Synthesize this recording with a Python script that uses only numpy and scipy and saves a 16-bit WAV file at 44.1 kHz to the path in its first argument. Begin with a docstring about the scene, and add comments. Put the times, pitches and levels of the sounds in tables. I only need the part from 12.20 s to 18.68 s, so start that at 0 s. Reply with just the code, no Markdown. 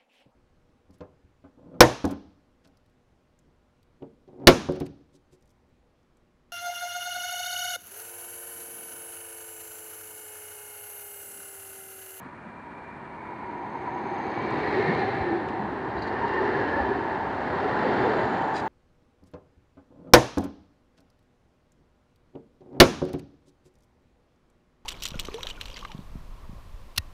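"""Three tram bogies roll past at arm's length, each a swell of coloured noise with ringing wheels and gliding tones.
Noise through the resonances of slab and rails makes the track rumble and sing; a deep boom swells with the body.
Short wavering tones surge within the rolling sound, and a narrow noise band chirps with the shaft's turns
at the tram's nose and tail.
Thin drive whines, ticks, scuffs and a late sizzle give close detail over the broad wash of distant cars."""
import sys
import numpy as np
from scipy import signal
from scipy.fft import rfft, irfft, next_fast_len
from scipy.io import wavfile
from scipy.ndimage import map_coordinates

SR = 44100
rng = np.random.default_rng(int(sys.argv[2]) if len(sys.argv) > 2 else 0)


def master_out(mix):
    """Clip the mix to full scale and print it as 16-bit PCM to the path in sys.argv[1]."""
    frames = np.transpose(np.atleast_2d(mix))
    ceiling = np.clip(frames, -1, 1)
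    pcm = np.round(ceiling * 32767).astype(np.int16)
    wavfile.write(sys.argv[1], SR, pcm)


N = 285768
TIME = np.arange(N) / SR  # seconds

# Levels within each colour or set of resonances are relative: the noise is scaled to unit power.
# Colour of distant traffic: (frequency [Hz], level [dB])
STREET_COLOUR = [(20, -7.5), (60, -11.5), (95, -17), (150, 1), (260, 1.5), (470, -14), (680, -20),
                 (930, -5.5), (1200, -6), (1700, -9), (2400, -21.5), (3100, -29.5), (4300, -34.5),
                 (5300, -47.5)]

# Two drive whines heard from afar: (time [s], pitch [Hz], level [dB])
UPPER_WHINE = [(0, 2385, -68), (.27, 2362, -60.5), (.42, 2370, -60), (.72, 2360, -55.5), (.82, 2360, -63),
               (1.1, 2385, -59), (1.5, 2336, -61), (2.3, 2306, -55), (3.1, 2330, -75)]
LOWER_WHINE = [(0, 2270, -67), (.7, 2255, -68), (.88, 2260, -57), (1.12, 2214, -55), (1.3, 2144, -56.5),
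               (1.6, 2170, -56), (2.2, 2217, -61), (3.1, 2070, -72)]
# Resonances of the trailing sizzle: (frequency [Hz], width [Hz], level [dB])
SIZZLE_MODES = [(6370, 1400, 4.5), (8300, 420, -6.5)]

# Sharp ticks: (time [s], level [dB], decay time [s], lowest frequency [Hz])
TICKS = [(2.305, -50, 0.003, 4800), (3.286, -40.5, 0.005, 1600)]
# Colour of the ticks: (frequency [Hz], level [dB])
TICK_COLOUR = [(1500, 0), (2700, 7), (4500, -8), (6000, -11), (8000, -23), (10000, -29)]

# Short rubs and rattles: (time [s], level [dB], spread in time [s], share of hiss in the power [0 to 1])
SCUFFS = [(3.787, -54, 0.013, .05), (3.824, -44.5, .002, .05), (3.834, -46.5, 0.008, 0.052),
          (3.877, -50, 0.011, .07), (3.93, -58, 0.0076, .05), (4.084, -54, .003, .5),
          (4.14, -49, 0.0027, .15), (6.345, -54, .006, 1), (6.358, -44.5, 0.0048, 0.87),
          (6.37, -42, 0.0049, 0.78), (6.382, -47, 0.0039, 0.82), (6.397, -47, 0.01, 0.86)]
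# Colour of their hiss: (frequency [Hz], level [dB])
SCUFF_AIR = [(1200, -13.5), (2400, 9.5), (4900, -5), (5800, -1.5), (7200, -4), (9000, -10.5),
             (11000, -15.5)]
# Resonances of the rubs, and of the rattle within the hiss: (frequency [Hz], width [Hz], level [dB])
SCUFF_MODES = [(3920, 45, 3.5), (4170, 100, -4), (4360, 60, 1.5), (4700, 70, -3.5), (5870, 520, -27)]
RATTLE_MODES = [(3390, 90, -2), (3840, 110, -1.5), (4150, 110, -8), (4800, 200, 0), (6820, 200, -10),
                (7260, 60, -12), (11400, 120, -13)]

# A rub on the drive shaft at each end of the tram:
# (loudest time [s], pitch [Hz], level [dB], rise [dB/s], fall [dB/s])
CHIRPS = [(2.028, 6370, -65.5, 21, 21), (6.138, 6880, -67, 22.5, 29)]
TURNS_PER_S = 24.85  # drive shaft speed

# Hum of the rails while the tram is some way off: (time [s], pitch [Hz], level [dB])
RAIL_HUM = [(0, 955, -45), (.15, 956, -50), (.45, 935, -45.5), (.9, 950, -53.5), (1.35, 964, -38.5),
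            (1.7, 956, -41), (1.95, 921, -37.5), (2.3, 927, -60)]

# Slab resonances, before the load of the bogies bends their pitch: (frequency [Hz], width [Hz], level [dB])
SLAB_MODES = [(225, 27, -7.5), (285, 76, -7), (357, 82, 1), (391.5, 39, -0.5)]
# Rail resonances on the approach, beside the tram and just ahead of each bogie:
# (frequency [Hz], width [Hz], level [dB])
FAR_RAIL_MODES = [(805, 120, -1.5), (901, 85, 3.5), (967, 58, 6.5)]
NEAR_RAIL_MODES = [(769, 61, 5.5), (882, 55, 4.5), (1020, 220, -11)]
FORERUN_MODES = [(1023, 70, 0)]
# Colour of the ground rumble: (frequency [Hz], level [dB])
RUMBLE_COLOUR = [(20, -44), (35, -33.5), (50, -17), (65, -6.5), (90, -6), (120, 4.5), (155, -1), (210, 2),
                 (300, -7.5), (600, -82)]
# How each bogie, front to rear, shakes the track, before the layer trims:
# (ground rumble [dB], slab [dB], rail [dB], slab's loss along the track [dB/s])
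SHAKES = [(-34, -27, -34.5, 14), (-43.5, -27, -36.5, 20), (-36, -26.5, -27.5, 35)]
THROBS_PER_S = 9.34  # beat of the singing rail on the approach

# Colour of the body boom: (frequency [Hz], level [dB])
BOOM_COLOUR = [(20, -56.5), (38, -26.5), (50, 5), (64, 14), (95, 16.5), (120, 13), (180, -54.5)]
BOOM_FROM_S, BOOM_UNTIL_S = 4.03, 5.15  # the middle of the body is alongside and booms most

# Brief surges in the track's rumble and ringing: (time [s], level [dB], mean pitch [Hz], spread in time [s])
SURGES = [(0.273, -41.5, 200, 0.015), (1.353, -36, 976, 0.011), (1.557, -32, 939, 0.0056),
          (1.953, -30.5, 796, 0.022), (2.078, -37, 785, 0.018), (2.214, -34, 1020, 0.019),
          (2.332, -29, 979, 0.013), (2.594, -23.5, 387, 0.018), (2.711, -24, 185, 0.026),
          (2.836, -28, 775, 0.018), (3.008, -31.5, 105, 0.018), (3.12, -24.5, 340, 0.04),
          (3.436, -32.5, 220, 0.03), (4.045, -25.5, 928, 0.019), (4.225, -26.5, 398, 0.024),
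          (4.295, -25, 398, 0.021), (4.382, -31, 118.3, 0.02), (4.581, -32.5, 538, 0.042),
          (4.609, -26, 785, 0.022), (4.622, -32.5, 92, 0.02), (4.72, -27, 385, 0.019),
          (5.455, -28.5, 419, 0.019), (5.658, -25, 506, 0.021), (5.817, -23.5, 387, 0.011),
          (5.82, -30.5, 138, 0.02), (5.86, -25.5, 527, 0.011), (5.915, -25, 419, 0.025),
          (5.954, -29, 764, 0.012), (5.989, -27, 645, 0.014), (6.046, -31, 122, 0.025)]

# Tones of each bogie's motor, gears and wheels: (pitch when abreast [Hz], level [dB],
# glide to either side [share of pitch], loudest time after abreast [s], swell time [s])
FRONT_TONES = [(794, -31.5, .016, 0.23, .33), (798, -41.5, 0.0037, -0.61, .4),
               (1745, -36.5, .06, 0.048, 0.26), (1827, -39.5, .035, 0.4, 0.19),
               (1870, -36.5, .08, -0.06, 0.27), (2080, -45, .053, .1, 0.36), (2205, -40, .085, 0.061, .32),
               (2227, -43.5, .04, -.4, 0.17), (2400, -46.5, .07, 0.13, 0.35), (4100, -54, .02, 0.13, 0.37)]
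MIDDLE_TONES = [(871, -32, .01, -.12, 0.19), (923, -40, .01, -0.43, 0.57), (916, -33.5, .011, .42, 0.38),
                (1700, -38, .015, -0.012, 0.27), (1730, -34.5, 0.013, 0.2, .3),
                (1783, -35.5, .018, -.17, .3), (1980, -46, .018, -.16, .3), (2800, -51, .02, -0.28, 0.18),
                (3040, -58.5, .015, 0.2, .3)]
REAR_TONES = [(793, -33, .02, .3, .3), (844, -31.5, .015, -.05, .3), (895, -33, 0.014, .55, 0.34),
              (1750, -40.5, .012, .6, .3), (3550, -56.5, .01, 0.004, 0.36), (4520, -62, .008, -.05, .3)]

# Bogies, front to rear: (time abreast [s], level [dB], time to travel one listening distance [s],
# treble beaming [exponent of distance], wheel ring against roar [dB])
BOGIES = [(2.65, -31.5, .45, 1.42, -8), (4.38, -31, .52, 1.2, -9.5), (5.80, -27.5, .45, 0.7, -11)]
# Roar of each bogie: (frequency [Hz], level [dB])
FRONT_ROAR = [(40, -31), (200, -2.5), (440, -2), (650, 1.5), (900, 1.5), (1250, -5), (1600, -4.5),
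              (2100, -6), (2500, -12.5), (3100, -21.5), (3750, -18), (4250, -16.5), (5300, -33.5),
              (7000, -42.5), (9000, -48.5)]
MIDDLE_ROAR = [(100, -12.5), (250, 1), (480, -2), (650, 1), (1000, 2.5), (1300, -5), (1600, -1),
               (2000, -8.5), (2500, -17), (3100, -24.5), (4300, -22.5), (5600, -36.5), (7500, -50.5),
               (9500, -74)]
REAR_ROAR = [(100, -10), (250, 4.5), (430, 1.5), (640, 3.5), (870, -0.5), (1250, -2.5), (1600, -1.5),
             (2050, -8), (2600, -18), (3300, -21.5), (4400, -22), (5600, -37.5), (7500, -59.5),
             (9500, -69.5)]
# Ringing wheels: (frequency [Hz], width [Hz], level [dB])
WHEEL_MODES = [(1706, 55, 0.5), (1828, 120, 1.5), (1923, 130, -10.5), (2750, 70, -11), (3100, 41, -11),
               (3544, 32, -17.5), (4040, 34, -18)]
MACH = .02  # tram speed over the speed of sound

CUTOFF_HZ = 11000  # steep upper limit of the microphone's sound


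def from_db(db):
    """Turn decibels into gain."""
    return 10 ** (np.asarray(db) / 20)


def rms_one(x):
    """Scale to unit power."""
    return x / np.sqrt(np.mean(x ** 2) + 1e-20)


def in_time(rows):
    """Draw each column of a timed curve at every sample."""
    s, *columns = np.transpose(rows)
    return [np.interp(TIME, s, c) for c in columns]


def noise(gain_at):
    """Shape unit-power noise by a gain that is a function of frequency."""
    size = next_fast_len(N, True)
    hz = np.maximum(np.fft.rfftfreq(size, 1 / SR), 1)
    spectrum = rfft(rng.standard_normal(size)) * gain_at(hz)
    return rms_one(irfft(spectrum, size)[:N])


def coloured(points):
    """Noise with a smooth spectrum, drawn in dB over log frequency."""
    at, level_db = np.transpose(points)
    return noise(lambda hz: from_db(np.interp(np.log(hz), np.log(at), level_db)))


def resonant(modes):
    """Resonances shaken by random roughness, with steep skirts."""
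    def gain_at(hz):
        power = 0
        for f, width, db in modes:
            detuning = (hz * hz - f * f) / (2 * hz * width)
            power = power + (from_db(db) / (1 + detuning ** 2)) ** 2
        return np.sqrt(power)
    return noise(gain_at)


def drift(rate_hz, size=8192):
    """Slow random movement of unit power, mostly below the given rate."""
    hz = np.fft.rfftfreq(size, N / SR / size)
    slow = irfft(rfft(rng.standard_normal(size)) / (1 + (hz / rate_hz) ** 4), size)
    return rms_one(np.interp(np.arange(N) * size / N, np.arange(size), slow))


def swell(at, spread_s):
    """A brief bell-shaped rise and fall."""
    return np.exp(-.5 * np.minimum(((TIME - at) / spread_s) ** 2, 100))


def approach(arrival, rise_db_per_s):
    """Gain of a source that draws near and then stays."""
    return from_db(-rise_db_per_s * np.maximum(arrival - TIME, 0))


def passage(start, end, rise_db_per_s, fall_db_per_s):
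    """Gain of a source that draws near, holds from start to end and recedes."""
    receding = from_db(-fall_db_per_s * np.maximum(TIME - end, 0))
    return approach(start, rise_db_per_s) * receding


def bent(sound, pitch):
    """Play a steady sound at a changing pitch ratio."""
    return map_coordinates(sound, [np.cumsum(pitch)], order=3, mode="mirror")


def rough_tone(hz, wander_hz, waver_db, stray=0.001985):
    """A sine whose pitch jitters and slowly strays, and whose level wavers."""
    moving_hz = hz * (1 + stray * drift(3.966)) + wander_hz * drift(33.16)
    phase = 2 * np.pi * np.cumsum(moving_hz) / SR
    return rms_one(from_db(waver_db * drift(20.3))) * np.sin(phase)


def carried(levels_db, loss_db_per_s, spread_s, lag_s):
    """Vibration under the three bogies dies away along the track; their powers add."""
    abreast = np.transpose(BOGIES)[0]
    away_s = np.hypot(TIME[:, None] - abreast - lag_s, spread_s) - abs(spread_s)
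    return np.linalg.norm(from_db(levels_db - loss_db_per_s * away_s), axis=1)


def street(level_db=-47, unrest_db=2.0):
    """Distant cars merge into a broad wash whose level flutters slightly."""
    return from_db(level_db + unrest_db * drift(25)) * coloured(STREET_COLOUR)


def running_gear(whine_width_hz=55, sizzle_db=-69, sizzle_from_s=5.87):
    """Two narrow noise bands glide as blurred drive whines; a sizzle grows and then holds."""
    whine = 0
    for pitch, level_db in map(in_time, [UPPER_WHINE, LOWER_WHINE]):
        band = resonant([(pitch[0], whine_width_hz, 0)])
        whine = whine + from_db(level_db) * bent(band, pitch / pitch[0])
    sizzle = from_db(sizzle_db) * approach(sizzle_from_s, rise_db_per_s=6.5) * resonant(SIZZLE_MODES)
    return whine + sizzle


def ticks():
    """Small hard contacts start at once and die within milliseconds."""
    out, crack = np.zeros(N), coloured(TICK_COLOUR)
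    for at, level_db, decay_s, low_hz in TICKS:
        high_pass = signal.butter(3, low_hz, "high", fs=SR, output="sos")
        burst = rms_one(signal.sosfilt(high_pass, crack))
        decay = np.exp(-np.minimum(np.abs(TIME - at) / decay_s, 20))
        out += from_db(level_db) * burst * (TIME >= at) * decay
    return out


def scuffs(rough_db=1.0, chatter_hz=220, rattle_db=0.0):
    """Short chattering rubs ring near 4 kHz; the brighter ones hiss and rattle."""
    grain = rms_one(from_db(rough_db * drift(chatter_hz)))
    body = resonant(SCUFF_MODES)
    air = rms_one(coloured(SCUFF_AIR) + from_db(rattle_db) * resonant(RATTLE_MODES))
    out = np.zeros(N)
    for at, level_db, spread_s, share in SCUFFS:
        share = np.clip(share, 0, 1)
        mix = np.sqrt(1 - share) * body + np.sqrt(share) * air
        out += from_db(level_db) * swell(at, spread_s) * mix
    return grain * out


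def chirps(width_hz=170, dip_db=10):
    """The rubbing shaft squeaks once per turn, in a narrow band."""
    out = np.zeros(N)
    for at, hz, level_db, rise, fall in CHIRPS:
        rub_db = dip_db * .5 * (np.cos(2 * np.pi * TURNS_PER_S * (TIME - at)) - 1)
        squeak = resonant([(hz, width_hz, 0)])
        out += from_db(level_db + rub_db) * passage(at, at, rise, fall) * squeak
    return out


def rail_hum(wander_hz=24, waver_db=4.5):
    """A narrow, wavering hum runs along the rails far ahead of the wheels."""
    pitch, level_db = in_time(RAIL_HUM)
    return from_db(level_db) * rough_tone(pitch, wander_hz, waver_db)


def slab_ring(stiffening=.09, reach_s=.42, lead_s=.1, slack_share=.05):
    """The slab's resonances rise under the weight of each bogie and sag between them."""
    load = sum(swell(at - lead_s, reach_s) for at, *_ in BOGIES)
    return bent(resonant(SLAB_MODES), 1 - slack_share + stiffening * load)


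def rail_ring(arrival_s=1.73, handover_s=0.38, far_share=0.13, far_db=-1.35, near_db=-5,
              throb_db=3.5, throb_at=1.556, throb_s=0.37):
    """Rail resonances throb on the approach, then mostly give way to those beside the tram."""
    arrived = .5 * (1 + np.tanh((TIME - arrival_s) / handover_s))
    near = np.clip(1 - far_share, 0, 1) * arrived  # share of the power
    beat = np.cos(2 * np.pi * THROBS_PER_S * (TIME - throb_at)) - 0.3
    throb = from_db(throb_db * swell(throb_at, throb_s) * beat)
    far_rail = from_db(far_db) * np.sqrt(1 - near) * throb * resonant(FAR_RAIL_MODES)
    near_rail = from_db(near_db) * np.sqrt(near) * resonant(NEAR_RAIL_MODES)
    return far_rail + near_rail


def track(rumble_trim_db=-4.0, slab_trim_db=-2.5, singing_db=-34.5, forerun_db=-40):
    """Wheels shake ground, slab and rails; one rail resonance peaks ahead of each bogie."""
    ground_dbs, slab_dbs, rail_dbs, slab_losses = np.transpose(SHAKES)
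    ground = carried(ground_dbs, loss_db_per_s=11.0, spread_s=0.37, lag_s=0.11)
    slab = carried(slab_dbs, slab_losses, spread_s=0.3, lag_s=0.012)
    # the rails sing along the whole tram, and harder under each bogie
    along = from_db(singing_db) * approach(arrival=1.73, rise_db_per_s=12.5)
    rail = np.hypot(along, carried(rail_dbs, loss_db_per_s=14.0, spread_s=0.68, lag_s=0.072))
    # a negative lag puts the peak before the bogie
    ahead = carried(forerun_db, loss_db_per_s=38.5, spread_s=0.064, lag_s=-0.31)
    rumble = from_db(rumble_trim_db) * ground * coloured(RUMBLE_COLOUR)
    slab_sound = from_db(slab_trim_db) * slab * slab_ring()
    return rumble + slab_sound + rail * rail_ring() + ahead * resonant(FORERUN_MODES)


def body_boom(level_db=-45.5, far_db=-60):
    """A deep boom over a faint floor grows while the tram's body is alongside."""
    alongside = passage(BOOM_FROM_S, BOOM_UNTIL_S, rise_db_per_s=7.0, fall_db_per_s=10.0)
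    return np.hypot(from_db(far_db), from_db(level_db) * alongside) * coloured(BOOM_COLOUR)


def surges(wander_hz=22, rough_db=2):
    """The rolling sound surges briefly around one wavering pitch."""
    out = np.zeros(N)
    for at, level_db, hz, spread_s in SURGES:
        turns = np.cumsum(hz + wander_hz * drift(30.5)) / SR
        phase = 2 * np.pi * (turns + rng.random())
        out += from_db(level_db + rough_db * drift(40)) * swell(at, spread_s) * np.sin(phase)
    return out


def bogie_tones(reach_s=.5, falloff=2.82, wander_share=.014, waver_db=3.5):
    """Each bogie's tones glide down as it goes by; each is beamed ahead or behind and swells in its turn."""
    out = np.zeros(N)
    for (at, *_), tones in zip(BOGIES, [FRONT_TONES, MIDDLE_TONES, REAR_TONES]):
        along = (TIME - at) / reach_s
        receding = along / np.hypot(1, along)  # from -1 ahead to +1 behind
        for hz, level_db, glide, lag_s, beam_s in tones:
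            tone = rough_tone(hz * (1 - glide * receding), wander_share * hz, waver_db)
            off_beam = np.hypot(1, (TIME - at - lag_s) / beam_s)
            out += from_db(level_db) * tone / off_beam ** falloff
    return out


def bogie_roar(beam_hz=2000, falloff=1.2, grit_db=1.5, grit_hz=150):
    """Each bogie roars and rings, louder and brighter when abreast, dropping slightly in pitch as it passes."""
    out = np.zeros(N)
    split = signal.butter(1, beam_hz, fs=SR, output="sos")
    for (at, level_db, reach_s, beaming, ring_db), colour in zip(BOGIES, [FRONT_ROAR, MIDDLE_ROAR, REAR_ROAR]):
        distance = np.hypot(1, (TIME - at) / reach_s)  # in listening distances
        roar = coloured(colour) + from_db(ring_db) * resonant(WHEEL_MODES)
        # the changing travel time through the air bends the pitch
        travel_s = MACH * reach_s * distance
        roar = map_coordinates(roar, [(TIME - travel_s) * SR], order=3, mode="mirror")
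        low = signal.sosfiltfilt(split, roar)
        # gritty treble escapes sideways from under the skirts
        grit = rms_one(from_db(grit_db * drift(grit_hz)))
        high = (roar - low) * distance ** -beaming * grit
        out += from_db(level_db) * (low + high) / distance ** falloff
    return out


def scene():
    """The tram rolls by in front of steady distant traffic."""
    small_parts = running_gear() + ticks() + scuffs() + chirps()
    rolling = rail_hum() + track() + body_boom() + surges() + bogie_tones() + bogie_roar()
    return (street() + small_parts + rolling)[None]


def record(dry, hiss_db=-74, bass_cut_hz=42, dull_hz=9700):
    """A small microphone with faint hiss, thin in the deep bass and dull at the top."""
    bass_cut = signal.butter(3, bass_cut_hz, "high", fs=SR, output="sos")
    dulling = signal.butter(6, dull_hz, fs=SR, output="sos")
    top_cut = signal.ellip(10, .1, 80, CUTOFF_HZ, fs=SR, output="sos")
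    heard = dry + from_db(hiss_db) * rng.standard_normal(dry.shape)
    for stage in (bass_cut, dulling, top_cut):
        heard = signal.sosfilt(stage, heard)
    return heard


dry = scene()
out = record(dry)
master_out(out)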